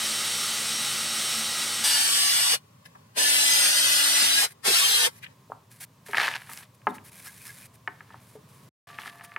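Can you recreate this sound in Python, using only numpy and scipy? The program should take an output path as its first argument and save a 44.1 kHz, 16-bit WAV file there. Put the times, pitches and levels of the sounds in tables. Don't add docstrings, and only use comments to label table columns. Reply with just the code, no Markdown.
import sys
import numpy as np
from scipy import signal
from scipy.fft import rfft, irfft, next_fast_len
from scipy.io import wavfile
from scipy.ndimage import uniform_filter1d

SR = 44100
rng = np.random.default_rng(int(sys.argv[2]) if len(sys.argv) > 2 else 0)


def put_to_file(sound):
    columns = np.atleast_2d(sound).T
    safe = np.clip(columns, -1, 1)
    whole_steps = np.round(safe * 32767)
    wavfile.write(sys.argv[1], SR, whole_steps.astype(np.int16))


def level_to_linear(level):
    exponent = np.asarray(level, float) / 20
    return 10 ** exponent


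N = 413658
T = np.arange(N) / SR
CLOSE_S = 1.84

# start in seconds, end in seconds.
SILENCE = (8.69, 8.871)
# start in seconds,
# end in seconds, phase jumps per second, spread of a jump in radians, most that the left is louder in dB.
UNLOCKED = (1.84, 5.34, 9, 1.7, 2.6)


def unit(x):
    return x / np.sqrt(np.mean(x ** 2))


def colour(x, shape):
    hz, db = np.transpose(shape)
    size = next_fast_len(N)
    bin_hz = np.arange(size // 2 + 1) * SR / size
    gain = level_to_linear(np.interp(np.log(bin_hz + 1), np.log(hz), db))
    return unit(irfft(rfft(x, size) * gain, size)[..., :N])


def walk(rate):
    hold = int(SR / rate)
    steps = np.repeat(rng.standard_normal(N // hold + 1), hold)
    return unit(uniform_filter1d(uniform_filter1d(steps, hold), hold)[:N])


def wide(share):
    mid, side = rng.standard_normal((2, N))
    return mid + share * side * np.array([[1], [-1]])


def grit(spread_db, density):
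    clicks = rng.standard_normal(N) * (rng.random(N) < density / SR)
    return clicks * level_to_linear(spread_db * np.minimum(rng.exponential(size=N), 3.5))


def yard():
    # frequency in Hz, spectral density in dB.
    air_shape = [(18, -85.5), (30, -63.5), (73, -20.5), (111, -4.5), (169, -9), (220, -13.5), (301, -20.5),
                 (344, -26), (382, -18), (424, -20.5), (645, -21.5), (735, -28), (1060, -17.5),
                 (1340, -28.5), (4000, -33.5), (15800, -39.5)]
    traffic_db = [-68, -70, -61, -90]
    rumble = colour(rng.standard_normal(N), [(20, -60), (40, -35), (70, -20), (115, -10.5),
                                             (200, -20.5), (300, -30.5), (600, -70)])
    spans = [T < CLOSE_S, T < 5.3, T < SILENCE[0]]
    traffic = level_to_linear(np.select(spans, traffic_db[:3], traffic_db[3])) * rumble
    side_filter = signal.butter(2, 500, "high", fs=SR, output="sos")
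    side = signal.sosfilt(side_filter, rng.standard_normal(N))
    air = colour(rng.standard_normal(N) + 0.49 * side * np.array([[1], [-1]]), air_shape)
    air_db = -58 + 2.5 * (T < UNLOCKED[1]) + 1.6 * walk(3.9)
    return level_to_linear(air_db) * air + traffic


def drill(runs, orders, hiss, whine_db, jitter, wobble_db, share, bite):
    # time in seconds, turns per second in Hz.
    shaft_speed = [(0, 279.2), (1.835, 277), (1.845, 285.8), (2.1, 285), (2.53, 288.3), (3.27, 289.6),
                   (3.5, 286.4), (3.8, 287.3), (4.15, 283.9), (4.3, 282.4), (4.446, 272), (4.69, 260),
                   (4.765, 277), (4.845, 285), (4.925, 292), (5.056, 297.5)]
    start, stop, db, low_db = np.transpose(runs)[:, :, None]
    spin_up = np.maximum((start - T) / 0.036, 0) ** 2.8
    spin_down = np.maximum((T - stop) / 0.027, 0) ** 1.2
    short_db = 20 * (spin_up + spin_down)
    labour_db = 8 * np.exp(-np.maximum(np.minimum(T - start, stop - T), 0) / 0.03)
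    slowing = np.maximum(1 - 0.06 * short_db.min(axis=0), 0.5)
    hz = np.interp(T, *np.transpose(shaft_speed)) * slowing
    load = 1 - bite * np.cos(2 * np.pi * 4.46 * (T - 0.215)) + jitter * walk(60)
    turn = 2 * np.pi * np.cumsum(hz * load) / SR
    whine = np.zeros(N)
    for k, order_db in enumerate(orders, 1):
        waver_db = min(k / 4, 1) * wobble_db * walk(45)
        whine += level_to_linear(order_db + waver_db) * np.sin(k * turn + 2 * np.pi * rng.random())
    fan = colour(wide(share) * (1 + 0.17 * np.cos(turn)) * level_to_linear(0.6 * walk(20)), hiss)
    tearing = colour(wide(share) + 0.41 * unit(grit(6.9, 2500)),
                     [(150, -26), (320, -18), (480, 0.0), (1000, 0.5), (1500, -22.5)])
    motor = unit(fan + level_to_linear(whine_db) * unit(whine))
    motor_gain = level_to_linear(db - short_db).sum(axis=0)
    tearing_gain = level_to_linear(db - short_db + low_db + labour_db).sum(axis=0)
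    return motor_gain * motor + tearing_gain * tearing


def drilling():
    # at full speed in seconds, let go in seconds, level in dB,
    # low tearing of the bit in dB against that level.
    runs = [(-1, 3, -28, -19.5), (-1, 2.545, -21, -21.5), (3.198, 4.445, -20, -21),
            (4.678, 5.064, -20, -19)]
    # level in dB of shaft multiple 1, 2, 3 ..
    far_orders = [-22, -25, -16, -16, -15, -16, -11, -14, -12, -8, -4, -13, -8, -2, -13, -5, -13, -11, -13,
                  -1.5, -11, -9, -13, -14, -19, -19, -14, -8, -9, -3, -8, -7]
    first_orders = [-20.5, -34.5, -15.5, -11.5, -15.5, -9, -17, -13.5, -14, -4.5, -7, -2.5, -13, -13.5, -12,
                    -0.5, -5.5, -3, -17.5, -4, -13.5, -6.5, -13, -19, -20, -25, -9, -9, -4.5, 1.5, -13.5,
                    -11]
    second_orders = [-16, -27, -20, -24, -14, -5.5, -5, -20, -8, -4.5, -2.5, -8.5, -7.5, -4, -9, -9.5, -1.5,
                     -8.5, -13, -6.5, -10.5, -4, -16.5, -16.5, -18.5, -18, -11.5, -8.5, -11, 1.5, -10, -11]
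    last_orders = [-30, -28, -21, -15, -11, -9, -11, -17, -5, -1, -4, -6, -5, -3, -7, -6, -15, -19, -15, -9,
                   -17, -15, -20, -24, -20, -16, -18, -15, -16, -9, -13, -12]
    # frequency in Hz, spectral density in dB.
    far_hiss = [(530, -16), (900, -33.5), (1240, -3.5), (1760, -11.5), (1940, -4.5), (2380, -9), (3840, -4),
                (4760, -7.5), (5700, -7.5), (7080, -10), (8570, -5.5), (15800, -22.5)]
    near_hiss = [(530, -30), (900, -17), (1620, -3.5), (1740, -2.5), (2350, -5), (2850, -1.5), (4230, -1.5),
                 (5060, -0.5), (6910, -6.5), (8500, 1.5), (14500, -11), (15800, -24)]
    far = drill(runs[:1], far_orders, far_hiss, whine_db=-3.0, jitter=0.0009, wobble_db=2.2,
                share=0.13, bite=0.0095)
    first_stab = drill(runs[1:2], first_orders, near_hiss, whine_db=-2.2, jitter=0.0017, wobble_db=3.0,
                       share=0.04, bite=0.002)
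    second_stab = drill(runs[2:3], second_orders, near_hiss, whine_db=-3.5, jitter=0.0024, wobble_db=4.0,
                        share=0.04, bite=0.0029)
    last_stab = drill(runs[3:], last_orders, near_hiss, whine_db=-3.5, jitter=0.003, wobble_db=5.0,
                      share=0.04, bite=0.0028)
    return np.where(T < CLOSE_S, far, first_stab) + second_stab + last_stab


def tones(lines, start, stop, waver_db):
    total = np.zeros(N)
    for hz, db in lines:
        total += np.sqrt(2) * level_to_linear(db + waver_db * walk(30)) * np.sin(2 * np.pi * hz * T)
    return (T > start) * (T < stop) * total


def beam_drone():
    # frequency in Hz, level in dB.
    drones = [(156, -60), (224, -53), (352, -62), (1256, -55)]
    return tones(drones, 0, CLOSE_S, 2.8)


def unlock(x):
    start, stop, rate, radians, louder_db = UNLOCKED
    hz, s, z = signal.stft(x, SR, nperseg=2048, noverlap=1536)
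    bands = (len(hz) // 5 + 1, len(s))
    inside = (s > start) & (s < stop)
    happens = rng.random(bands) < rate * (s[1] - s[0])
    jumps = radians * rng.standard_normal(bands) * happens * inside
    held = uniform_filter1d(np.cumsum(jumps, axis=1), size=4, axis=1)
    above_bass = np.clip((hz - 150) / 300, 0, 1)[:, None]
    phase = np.repeat(held, 5, axis=0)[:len(hz)] * above_bass * inside
    lean = np.exp(-np.log2(hz / 2600 + 1e-9) ** 2 / 3)[:, None]
    z = z * np.exp(1j * phase) * level_to_linear(louder_db * lean * inside)
    return signal.istft(z, SR, nperseg=2048, noverlap=1536)[1][:N]


def touches(rows):
    power = np.zeros(N)
    for s, length, db in rows:
        fade = np.clip(np.minimum(T - s, s + length - T) / 0.012, 0, 1)
        power += level_to_linear(db) ** 2 * fade ** 2
    return power


def hands():
    # time in seconds, drag of wood on wood in dB,
    # brushing of chips in dB.
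    shove = [(6.045, -80, -80.5), (6.065, -49, -49.5), (6.14, -45.5, -49), (6.18, -26.5, -41.5),
             (6.27, -27.5, -41), (6.3, -33, -49), (6.37, -39, -51), (6.385, -48, -55), (6.455, -52, -59),
             (6.48, -48, -53), (6.54, -56, -44), (6.6, -51.5, -47), (6.65, -54, -59), (6.675, -80, -82)]
    # start in seconds, length in seconds, level in dB.
    stroke_rows = [(2.848, .03, -50), (4.47, 0.066, -50), (5.099, .1, -56), (5.222, .036, -52),
                   (5.7, .045, -53), (5.7, .12, -59), (5.797, 0.057, -42.5), (6.737, .024, -60.5),
                   (6.884, .035, -55), (6.937, .043, -53), (7.038, .066, -50), (7.112, 0.562, -51),
                   (7.236, .058, -46), (7.446, .058, -46), (7.729, 0.038, -58), (8.193, .18, -60.5),
                   (8.48, .19, -63.5), (8.978, .11, -56), (9.08, .12, -62), (9.231, .032, -48)]
    # start in seconds, length in seconds, level in dB.
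    slide_rows = [(2.85, 0.029, -53), (6.874, .1, -58), (7.88, .33, -64), (8.855, .25, -53),
                  (9.09, .3, -59), (8.978, 0.133, -48.5)]
    # frequency in Hz, spectral density in dB.
    drag_shape = [(180, -55), (300, -24), (594, -13), (778, -4.5), (1130, -7), (1420, -5), (1700, -0.5),
                  (4420, -11.5), (7810, -24.5), (9000, -23.5), (11700, -54), (19800, -120)]
    brush_shape = [(880, -24.5), (1500, -11.5), (1660, -4.5), (1960, -9), (2060, -7.5), (2430, -6),
                   (2770, -14.5), (4070, -12), (7000, -12.5), (9900, -5.5), (13600, -11.5), (15900, -18.5)]
    s, drag_db, brush_db = np.transpose(shove)
    strokes, slides = touches(stroke_rows), touches(slide_rows)
    shoving = (T > s[0]) & (T < s[-1])
    drag_power = shoving * level_to_linear(np.interp(T, s, drag_db)) ** 2 + slides + level_to_linear(-11) ** 2 * strokes
    brush_power = shoving * level_to_linear(np.interp(T, s, brush_db)) ** 2 + strokes + level_to_linear(-9.5) ** 2 * slides
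    judder = unit(signal.lfilter([1], [1, -np.exp(-1 / (0.002 * SR))], abs(grit(2.0, 300))))
    drag = colour(wide(0.21) * (0.7 + judder) + 0.8 * unit(grit(4.0, 400)), drag_shape)
    flutter = level_to_linear(2.0 * walk(60)) + 0.35 * judder
    brush = colour(wide(0.25) * flutter + 0.8 * unit(grit(4.8, 1500)), brush_shape)
    return np.sqrt(drag_power) * drag + np.sqrt(brush_power) * brush


def ring(centre_hz, length, ring_db, span=0.68):
    # frequency in Hz, level in dB, time to fall 60 dB in seconds,
    # all as they stand before the blow's own spread, nearness and length.
    modes_of_wood = [(190, -5, 0.067), (409, -3, 0.17), (547, -7.5, 0.075), (757, -4.5, .1), (887, 1, 0.08),
                     (1093, -8.5, 0.11), (1207, 4.5, 0.033), (1498, -1.5, 0.035), (1660, 2, 0.05),
                     (1800, -7.5, 0.04), (2143, -0.5, 0.042), (2373, 0, 0.024), (2620, -3, .025),
                     (2860, -4, 0.025), (3450, -4, 0.01), (4870, -6, 0.014)]
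    t = T[:int(0.3 * SR)] - 0.0022
    hz, db, t60 = np.transpose(modes_of_wood)[:, :, None]
    chance = rng.standard_normal((2,) + hz.shape)
    off = abs(np.log2(hz / centre_hz)) / span
    near = level_to_linear(db + 2.0 * chance[0] - 9 * off ** 2 / (1 + off))
    swing = np.sin(2 * np.pi * hz * (1 + 0.022 * chance[1]) * t)
    decay = np.exp(-np.log(1000) * t / (t60 * length))
    modes = np.sum(near * swing * decay, axis=0) * np.clip(t / 0.0008, 0, 1)
    thud = -np.cos(2 * np.pi * centre_hz * t) * np.exp(-(t * centre_hz / 0.67) ** 2)
    beam_filter = signal.butter(3, [170, 330], "band", fs=SR, output="sos")
    beam = unit(signal.sosfilt(beam_filter, rng.standard_normal(len(t))))
    beam *= np.exp(-t / 0.04) * (1 - np.exp(-abs(t) / 0.0068)) * (t > 0)
    beam *= level_to_linear(-20 - 20.3 * np.log2(max(centre_hz / 1000, 1)))
    blow = thud + level_to_linear(ring_db) * (modes / np.abs(modes).max() + beam)
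    return blow / np.abs(blow).max()


def knocks():
    # start in seconds, peak of the blow in dB, centre of the thud in Hz,
    # ring against the thud in dB.
    blows = [(2.857, -35, 4600, 2), (2.952, -39.5, 1049, 1), (3.17, -30, 520, -4), (4.222, -34, 250, 0),
             (4.679, -27, 300, -6), (5.264, -27, 2370, -15), (5.499, -33, 563, -10), (5.518, -20, 970, -22),
             (6.088, -35.5, 476, 1), (6.131, -17.5, 1650, -1), (6.144, -10.5, 1640, -6.5),
             (6.169, -13, 2300, -8), (6.18, -11.5, 1685, -1), (6.198, -12.5, 1670, -5),
             (6.212, -14, 1500, -6), (6.231, -17, 2600, -12), (6.24, -12, 1860, -8), (6.252, -19, 2200, -6),
             (6.279, -10, 1600, -10), (6.337, -18, 2400, -9), (6.492, -31, 1200, -5),
             (6.513, -33, 1430, -4), (6.532, -20, 11000, -12), (6.573, -25, 6000, -8),
             (6.816, -47, 2200, -10), (6.868, -7.5, 950, -4), (6.981, -34.5, 2050, -4),
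             (7.874, -15.5, 1540, -6), (8.005, -30.5, 1600, -3.5), (8.103, -37, 1220, -5),
             (8.142, -31.5, 980, -11), (8.353, -36.5, 420, -3), (8.9, -38, 1500, -4),
             (8.985, -21.5, 1840, -4), (9.032, -32, 2100, 0), (9.057, -31, 1320, 0),
             (9.077, -28.5, 1610, -6), (9.154, -40, 1000, -5), (9.195, -36, 1700, -7),
             (9.208, -33, 1650, -2), (9.239, -39, 1300, -5), (9.249, -39, 2500, -8), (9.317, -33, 1800, -7),
             (9.361, -15.5, 1800, -6)]
    close = np.zeros(N + SR)
    for s, db, hz, ring_db in blows:
        blow = ring(hz, 0.63 * (1000 / hz) ** 0.35, ring_db)
        first = int(s * SR)
        close[first:first + len(blow)] += level_to_linear(db) * blow
    close = signal.sosfilt(signal.butter(2, 150, "high", fs=SR, output="sos"), close)[:N]
    t = T[:int(0.4 * SR)]
    echo = wide(0.5)[:, :len(t)] * np.exp(-np.log(1000) * t / 0.32) * (t > 0.004) * level_to_linear(-40)
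    echo = signal.sosfilt(signal.butter(2, 1900, fs=SR, output="sos"), echo)
    scattered = signal.fftconvolve(close[None], echo, axes=1)[:, :N]
    return close * level_to_linear(np.array([[0.6], [-0.6]])) + scattered


def squeaks():
    # start in seconds, length in seconds, centre in Hz, width in Hz, level in dB.
    rubs = [(4.672, .055, 390, 90, -33), (5.034, .026, 3050, 400, -24), (5.054, .042, 530, 200, -36),
            (5.224, .034, 2300, 1400, -40), (6.888, .03, 3650, 250, -56), (6.942, .025, 2050, 300, -52),
            (7.245, .035, 1320, 200, -56), (7.252, .04, 5200, 200, -56), (7.268, .04, 1660, 90, -51),
            (7.27, .036, 2090, 90, -53), (7.4, .045, 2470, 200, -57), (7.455, .035, 1320, 200, -56),
            (7.462, .04, 5200, 200, -56), (7.478, .04, 1660, 90, -51), (7.48, .036, 2090, 90, -53),
            (7.61, .045, 2470, 200, -58), (8.075, .095, 1760, 60, -61)]
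    out = np.zeros(N)
    size = int(0.1 * SR)
    for s, length, hz, width_hz, db in rubs:
        span = slice(int(s * SR), int(s * SR) + size)
        grains = rng.standard_normal(size) * (1 + 1.5 * (rng.random(size) < 0.02))
        edges = [hz - width_hz / 2, hz + width_hz / 2]
        band = signal.sosfilt(signal.butter(2, edges, "band", fs=SR, output="sos"), grains)
        out[span] += np.sqrt(touches([(s, length, db)])[span]) * unit(band)
    return out


def far_ringing():
    # frequency in Hz, level in dB.
    metal = [(694.4, -61), (1168, -58), (1739, -63.5), (1857, -67)]
    return tones(metal, SILENCE[1], 99, 2.5)


def scene():
    heard = (T < SILENCE[0]) | (T > SILENCE[1])
    gate = uniform_filter1d(1.0 * heard, size=88)
    boring = yard() + drilling() + beam_drone()
    handling = hands() + knocks() + squeaks()
    return gate * (boring + handling + far_ringing())


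def top_cut(x):
    return signal.sosfilt(signal.butter(12, 16500, fs=SR, output="sos"), x)


def record(dry):
    left, right = signal.sosfilt(signal.butter(4, 75, "high", fs=SR, output="sos"), dry)
    top_filter = signal.ellip(8, 0.2, 70, 15900, fs=SR, output="sos")
    both = signal.sosfilt(top_filter, [unlock(left), right])
    return top_cut(both)


dry = scene()
out = record(dry)
put_to_file(out)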